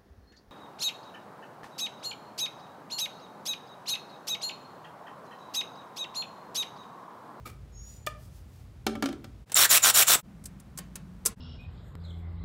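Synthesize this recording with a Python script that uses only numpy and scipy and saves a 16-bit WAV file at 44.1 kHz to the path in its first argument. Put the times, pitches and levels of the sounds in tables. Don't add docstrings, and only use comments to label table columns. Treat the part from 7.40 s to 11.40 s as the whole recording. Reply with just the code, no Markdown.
import sys
import numpy as np
from scipy import signal
from scipy.fft import rfft, irfft
from scipy.io import wavfile

SR = 44100
rng = np.random.default_rng(int(sys.argv[2]) if len(sys.argv) > 2 else 0)


def dump_mix(stems):
    frames = np.atleast_2d(stems).T
    limited = np.clip(frames, -1, 1)
    pcm = np.round(limited * 32767).astype(np.int16)
    wavfile.write(sys.argv[1], SR, pcm)


N = 176400
T = np.arange(N) / SR
PIPE_END_S, SAW_END_S, TAPE_END_S, FADE_S, GAP_S = 2.055, 2.823, 3.954, 0.025, 0.001

# (start [s], length [s], level [dB], treble [dB], squeal [dB], pipe ring [Hz], ring [dB])
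STROKES = [(2.148, 0.12, -18, -1, -19, 1555, -2.5), (2.29, 0.1, -18, 1, -18, 2450, -0.5),
           (2.421, 0.097, -17.5, -3, -18, 1380, -7.5), (2.535, .107, -18.5, 1.5, -18.5, 2703, -3),
           (2.666, 0.1, -18.5, -1, -19, 1197, -9)]
# (frequency [Hz], level [dB])
RASP_EQ = [(40, -46.5), (75, -13), (110, -9.5), (170, -16), (400, -14.5), (620, -3), (900, -6), (1300, 2),
           (2000, -3.5), (4000, 0.5), (4800, -4), (8500, 1.5), (10500, -1.5), (15500, -1.5)]
# (frequency [Hz], width [Hz], boost [dB])
BLADE_PEAKS = [(3310, 120, 3), (3700, 200, 2.5), (5490, 200, 7.5), (5800, 110, 5.5), (7250, 400, 0),
               (12700, 260, 4), (15450, 400, 2.5)]
# (time [s], length [s], pitch [Hz], level [dB])
CATCH = [(2.1434, .0036, 7750, -11.5)]
BITE_S, LIFT_S, MID_STROKE_TOOTH_HZ, CHIPS_PER_S, TOOTH_DB, CHIPS_DB = 0.024, 0.015, 422.2, 2500, -8, -4
LOW_BAND_HZ, HIGH_BAND_HZ, DRAG_DB, RING_WIDTH_HZ = 2376, 8500, -42.5, 330
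SQUEAL_HZ, END_SQUEAL_HZ, SQUEAL_WAVER_HZ, SAG_HZ_PER_S = 7160, 7610, 220, 6100
SQUEAL_AT_S, END_SQUEAL_LEAD_S, SQUEAL_HALF_S = 0.018, 0.016, 0.008

# (time [s], crack [dB], ring [dB], boom [dB], boom pitch [Hz])
KNOCKS = [(1.466, -19, -25.5, -23, 370), (1.5537, -38.5, -33.5, -32.5, 280),
          (1.6244, -23.5, -24.5, -21.5, 262), (1.640, -35.5, -37, -32, 291.5),
          (1.6577, -25.5, -42, -33.5, 330), (1.688, -36.5, -37.5, -24.5, 293.6),
          (1.7268, -40, -45, -40.5, 301), (1.843, -39, -46, -51, 300)]
# (frequency [Hz], level [dB], t60 [s])
FITTING_MODES = [(222.4, -3.5, 0.68), (294, -7, 0.25), (412, -16, 0.5), (574.6, -9, 0.18), (764, -7, 0.13),
                 (1193, -12, 0.13), (1330, -12.5, 0.214), (1660, -2.5, 0.013), (2250, -8.5, 0.049),
                 (3087, -21, 0.15)]
# (frequency [Hz], level [dB])
CRACK_EQ = [(100, -18), (300, -6.5), (1000, -3), (1600, -5), (3500, -4), (6000, -9.5), (10000, -19),
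            (16000, -40)]
BOOM_GLIDE_HZ_PER_S, BOOM_WAVER_HZ, BOOM_T60_S = 600, 34, 0.18

# (time [s], level [dB], t60 [s], body [dB])
CLICKS = [(2.096, -52.5, .03, 5.5), (2.118, -29, 0.044, -8.5), (3.0389, -43.5, 0.036, -18),
          (3.055, -33.5, 0.049, -20), (3.1985, -44.5, 0.031, -11.5), (3.374, -36, 0.055, -7.5),
          (3.386, -31.5, 0.032, -8.5), (3.555, -31.5, 0.036, -11), (3.852, -28.5, 0.071, -11.5),
          (3.8588, -14.5, 0.055, -18)]
# (frequency [Hz], level [dB])
SNAP_EQ = [(500, -42.5), (3000, -19), (4800, -7), (6500, -3), (8100, 1), (10000, -1.5), (12500, -7.5),
           (16000, -11.5)]
# (frequency [Hz], level [dB])
BODY_EQ = [(100, -20), (400, -1), (750, 1), (1300, 3), (4000, -2.5), (8000, -11.5), (16000, -16)]
# (frequency [Hz], width [Hz], boost [dB])
HOUSING_PEAKS = [(420, 220, 9.5), (1086, 50, 7)]

# (time [s], ring [dB], tick [dB])
POPS = [(.671, -23.5, -29.5)]
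# (frequency [Hz], level [dB], t60 [s])
PIPE_MODES = [(612, -6.5, 0.074), (1227, -2, 0.073), (1770, -2.5, 0.03), (2384, -6.5, 0.044),
              (2830, -9.5, 0.031), (3470, -4.5, 0.024)]
# (frequency [Hz], level [dB])
TICK_EQ = [(200, 2.5), (1500, -8), (4500, 0), (8000, -3), (16000, -7.5)]
# (time [s], upper note [Hz], level [dB], lower note [Hz], level [dB])
SQUEAK = [(0.321, 6730, -72, 5200, -77), (0.368, 6650, -51.5, 5470, -64), (0.49, 6860, -52, 5750, -57),
          (0.651, 7040, -66, 5960, -81)]
# (frequency [Hz], level [dB])
SCRAPE_EQ = [(100, -5), (350, -2.5), (700, -12), (3000, -17), (16000, -21.5)]
# (frequency [Hz], width [Hz], boost [dB])
SCRAPE_PEAKS = [(1264, 120, 21), (2350, 150, 17.5)]
SCRAPE_S, SCRAPE_DB, TICK_LEAD_S, SQUEAK_WAVER_HZ = 0.052, -34.5, 0.0068, 59

# (time [s], half length [s], level [dB])
RUSTLES = [(0.52, 0.083, -60.5), (0.835, 0.055, -62), (0.967, 0.055, -63), (1.166, 0.1, -67.5)]
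# (frequency [Hz], level [dB])
CLOTH_EQ = [(300, -26), (5000, 0.5), (16000, -3.5)]
# (frequency [Hz], width [Hz], boost [dB])
CLOTH_PEAKS = [(4780, 200, 4)]

# (frequency [Hz], t60 [s])
ROOM_T60 = [(150, 0.66), (1000, 0.44), (4000, 0.3), (9000, .27), (16000, 0.087)]
# (frequency [Hz], level [dB])
AIR_PIPE_EQ = [(35, -27), (52, 1.5), (70, 1), (120, -1), (170, -11), (300, -19.5), (1500, -34),
               (4000, -40.5), (16000, -52)]
# (frequency [Hz], level [dB])
AIR_SAW_EQ = [(55, -31.5), (110, 7.5), (250, -9.5), (16000, -36)]
# (frequency [Hz], level [dB])
AIR_TAPE_EQ = [(25, -22), (55, 4), (125, -2), (175, 5.5), (250, -7), (400, -19.5), (1200, -24.5),
               (3000, -35), (16000, -47.5)]
HUM_HZ, HUM_DB, SWELL_AT_S, SWELL_HALF_S, SWELL_DB = 55, -55, 0.4, 0.099, 14.5


def saw():
    force, treble, speed, pipe_ring = np.zeros((4, N))
    for start, length, db, treble_db, _, ring_hz, ring_db in STROKES:
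        t = T - start
        press = amp(db) * np.clip(t / BITE_S, 0, 1) * np.clip((length - t) / LIFT_S, 0, 1)
        force += press
        treble += press * amp(treble_db)
        speed += np.sin(np.pi * np.clip(t / length, 0, 1))
        pipe_ring += press * amp(ring_db) * (t / length) ** 2 * tone(ring_hz + RING_WIDTH_HZ * drift(300))
    rasp = tooth_rasp(speed)
    high = signal.sosfiltfilt(signal.butter(2, HIGH_BAND_HZ, "high", fs=SR, output="sos"), rasp)
    low = signal.sosfiltfilt(signal.butter(2, LOW_BAND_HZ, fs=SR, output="sos"), rasp)
    mid = rasp - high - low
    drag = amp(DRAG_DB) * (T > STROKES[0][0])
    cut = force * (mid + low * amp(-0.5 * drift(32))) + np.maximum(treble, drag) * high
    out = cut + blade_squeal() + pipe_ring * drift(RING_WIDTH_HZ) + blade_catch()
    return room(out, wet_db=-13.5, t60_scale=0.59) * np.clip((SAW_END_S - T) / FADE_S, 0, 1)


def tooth_rasp(speed):
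    tooth_hz = MID_STROKE_TOOTH_HZ * speed * np.maximum(1 + 0.25 * drift(200), 0)
    strikes = np.diff(np.floor(np.cumsum(tooth_hz) / SR), prepend=0) * rng.uniform(0.1, 4.5, N)
    bursts = signal.lfilter([1], [1, -np.exp(-1 / (SR * .0003))], strikes) * rng.standard_normal(N)
    teeth = unit(bursts) * np.sqrt(np.mean(speed > 0))
    chips = (rng.random(N) < CHIPS_PER_S / SR) * amp(1.5 * np.minimum(rng.exponential(1, N), 4))
    chips *= np.sign(rng.standard_normal(N))
    grit = rng.standard_normal(N) + amp(TOOTH_DB) * teeth + amp(CHIPS_DB) * unit(chips)
    return colour(grit, RASP_EQ, BLADE_PEAKS) * amp(1.1 * drift(160))


def blade_squeal():
    opening, closing, sag_hz = np.zeros((3, N))
    for start, length, _, _, db, _, _ in STROKES:
        t = T - start
        moving = (t > 0) & (t < length)
        opening += moving * amp(db) / (1 + ((t - SQUEAL_AT_S) / SQUEAL_HALF_S) ** 2)
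        closing += amp(db - 3) * np.exp(-((t - length + END_SQUEAL_LEAD_S) / SQUEAL_HALF_S) ** 2)
        sag_hz += moving * np.maximum(SQUEAL_AT_S - t, 0) * SAG_HZ_PER_S
    opening *= tone(SQUEAL_HZ + sag_hz + SQUEAL_WAVER_HZ * drift(400))
    closing *= tone(END_SQUEAL_HZ + SQUEAL_WAVER_HZ * drift(360))
    return (opening + closing) * (1 + 0.47 * drift(350))


def blade_catch():
    start, length, hz, db = CATCH[0]
    return amp(db) * np.sin(np.pi * np.clip((T - start) / length, 0, 1)) * tone(hz)


def fitting_knocks():
    contact = sum(amp(db - 7) * decay(s, t60=0.011, rise=1 / SR) for s, db, *_ in KNOCKS)
    contact *= rng.standard_normal(N)
    plastic = hiss(CRACK_EQ, [(hz, 140, 6) for hz, _, _ in FITTING_MODES])
    crack = sum(amp(db) * decay(s, t60=0.039) for s, db, *_ in KNOCKS) * plastic
    boom = np.zeros(N)
    for s, _, _, db, hz in KNOCKS:
        pitch = hz + BOOM_GLIDE_HZ_PER_S * np.clip(T - s, 0, BOOM_T60_S / 2) + BOOM_WAVER_HZ * drift(90)
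        boom += amp(db) * decay(s, BOOM_T60_S, rise=0.018) * tone(pitch)
    blows = [(s, db) for s, _, db, *_ in KNOCKS]
    return room(contact + crack + boom, wet_db=-12) + ring(blows, FITTING_MODES)


def steel_clicks():
    snap = sum(amp(db) * decay(s, t60, rise=0.002) for s, db, t60, _ in CLICKS)
    snap *= hiss(SNAP_EQ) * amp(2.1 * drift(900))
    body = sum(amp(db + body_db) * decay(s, t60=0.072, rise=0.002) for s, db, _, body_db in CLICKS)
    body *= hiss(BODY_EQ, HOUSING_PEAKS)
    return (room(snap, wet_db=-27) + room(body, wet_db=-9)) * (T < TAPE_END_S)


def bare_pipe():
    scrape = amp(SCRAPE_DB) * decay(SCRAPE_S, t60=0.17, rise=0.02)
    scrape *= hiss(SCRAPE_EQ, SCRAPE_PEAKS) * amp(2 * drift(160))
    tick = sum(amp(db) * decay(s - TICK_LEAD_S, t60=0.051) for s, _, db in POPS) * hiss(TICK_EQ)
    times, upper_hz, upper_db, lower_hz, lower_db = np.transpose(SQUEAK)
    squeak = np.zeros(N)
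    for hz, db in [(upper_hz, upper_db), (lower_hz, lower_db)]:
        pitch = np.interp(T, times, hz) + SQUEAK_WAVER_HZ * drift(190)
        squeak += amp(np.interp(T, times, db, -np.inf, -np.inf)) * tone(pitch)
    squeak *= amp(2 * drift(SQUEAK_WAVER_HZ))
    pop = ring([(s, db) for s, db, _ in POPS], PIPE_MODES)
    return room(scrape + tick + squeak + pop, wet_db=-14)


def sleeve_rustle():
    swells = sum(amp(db) * np.exp(-((T - s) / half) ** 2) for s, half, db in RUSTLES)
    return swells * hiss(CLOTH_EQ, CLOTH_PEAKS) * amp(drift(60))


def room_tone():
    beds = [amp(-48.5) * hiss(AIR_PIPE_EQ), amp(-54) * hiss(AIR_SAW_EQ), amp(-47.5) * hiss(AIR_TAPE_EQ)]
    air = np.select([T < PIPE_END_S, T < SAW_END_S, T >= SAW_END_S], beds)
    hum_db = HUM_DB + SWELL_DB * np.exp(-((T - SWELL_AT_S) / SWELL_HALF_S) ** 2)
    hum = amp(hum_db) * tone(HUM_HZ + 2 * drift(18))
    return air + hum * ((T < PIPE_END_S) | (T > SAW_END_S))


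def room(x, wet_db, t60_scale=1):
    hz, t, spectrum = signal.stft(rng.standard_normal(SR // 2), SR, nperseg=256)
    fall = np.exp(-np.log(1000) * t / t60_scale / curve(ROOM_T60, hz)[:, None])
    tail = signal.istft(spectrum * fall, SR)[1]
    tail *= np.minimum(np.arange(len(tail)) / SR / .006, 1)
    return x + amp(wet_db) * signal.fftconvolve(x, tail / np.linalg.norm(tail))[:N]


def ring(blows, modes):
    out = np.zeros(N)
    t = np.arange(SR // 2) / SR
    stops = [s for s, _ in blows[1:]] + [T[-1]]
    for (s, level), stop in zip(blows, stops):
        gate = np.minimum(t / 0.00035, 1) * np.exp(-np.maximum(t + s - stop, 0) / 0.01)
        for hz, db, t60 in modes:
            envelope = gate * amp(level + db) * np.exp(-np.log(1000) * t / t60)
            out[round(s * SR):][:len(t)] += envelope * np.sin(2 * np.pi * (hz * t + rng.random()))
    return out


def decay(start, t60, rise=0.0015):
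    t = np.maximum(T - start, 0)
    return np.minimum(t / rise, 1) * np.exp(-np.log(1000) * np.minimum(t / t60, 10))


def tone(hz):
    return np.sin(2 * np.pi * (np.cumsum(hz * np.ones(N)) / SR + rng.random()))


def drift(rate_hz):
    rolloff = np.exp(-(np.fft.rfftfreq(N, 1 / SR) / rate_hz) ** 2)
    return unit(irfft(rfft(rng.standard_normal(N)) * rolloff))


def hiss(eq, peaks=()):
    return colour(rng.standard_normal(N), eq, peaks)


def colour(x, eq, peaks):
    hz = np.fft.rfftfreq(len(x), 1 / SR)
    db = curve(eq, hz) + sum(boost / (1 + (2 * (hz - f) / width) ** 2) for f, width, boost in peaks)
    return unit(irfft(rfft(x) * amp(db), len(x)))


def curve(points, hz):
    f, value = np.transpose(points)
    return np.interp(np.log(hz + 1), np.log(f + 1), value)


def amp(db):
    return 10 ** (np.asarray(db) / 20)


def unit(x):
    return x / np.sqrt(np.mean(x ** 2) + 1e-20)


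def scene():
    return (saw() + fitting_knocks() + bare_pipe() + sleeve_rustle() + steel_clicks() + room_tone())[None]


def record(dry):
    lowpass = signal.firwin(401, cutoff=15850, window=("kaiser", 8), fs=SR)[None]
    fades = [np.clip((abs(T - s) - GAP_S) / FADE_S, .02, 1) for s in (PIPE_END_S, SAW_END_S, TAPE_END_S)]
    x = signal.oaconvolve(dry, lowpass, "same") * np.prod(fades, axis=0)
    x = x / (1 + (x / 0.54) ** 6) ** (1 / 6)
    return signal.oaconvolve(x, lowpass, "same")


dry = scene()
out = record(dry)
dump_mix(out)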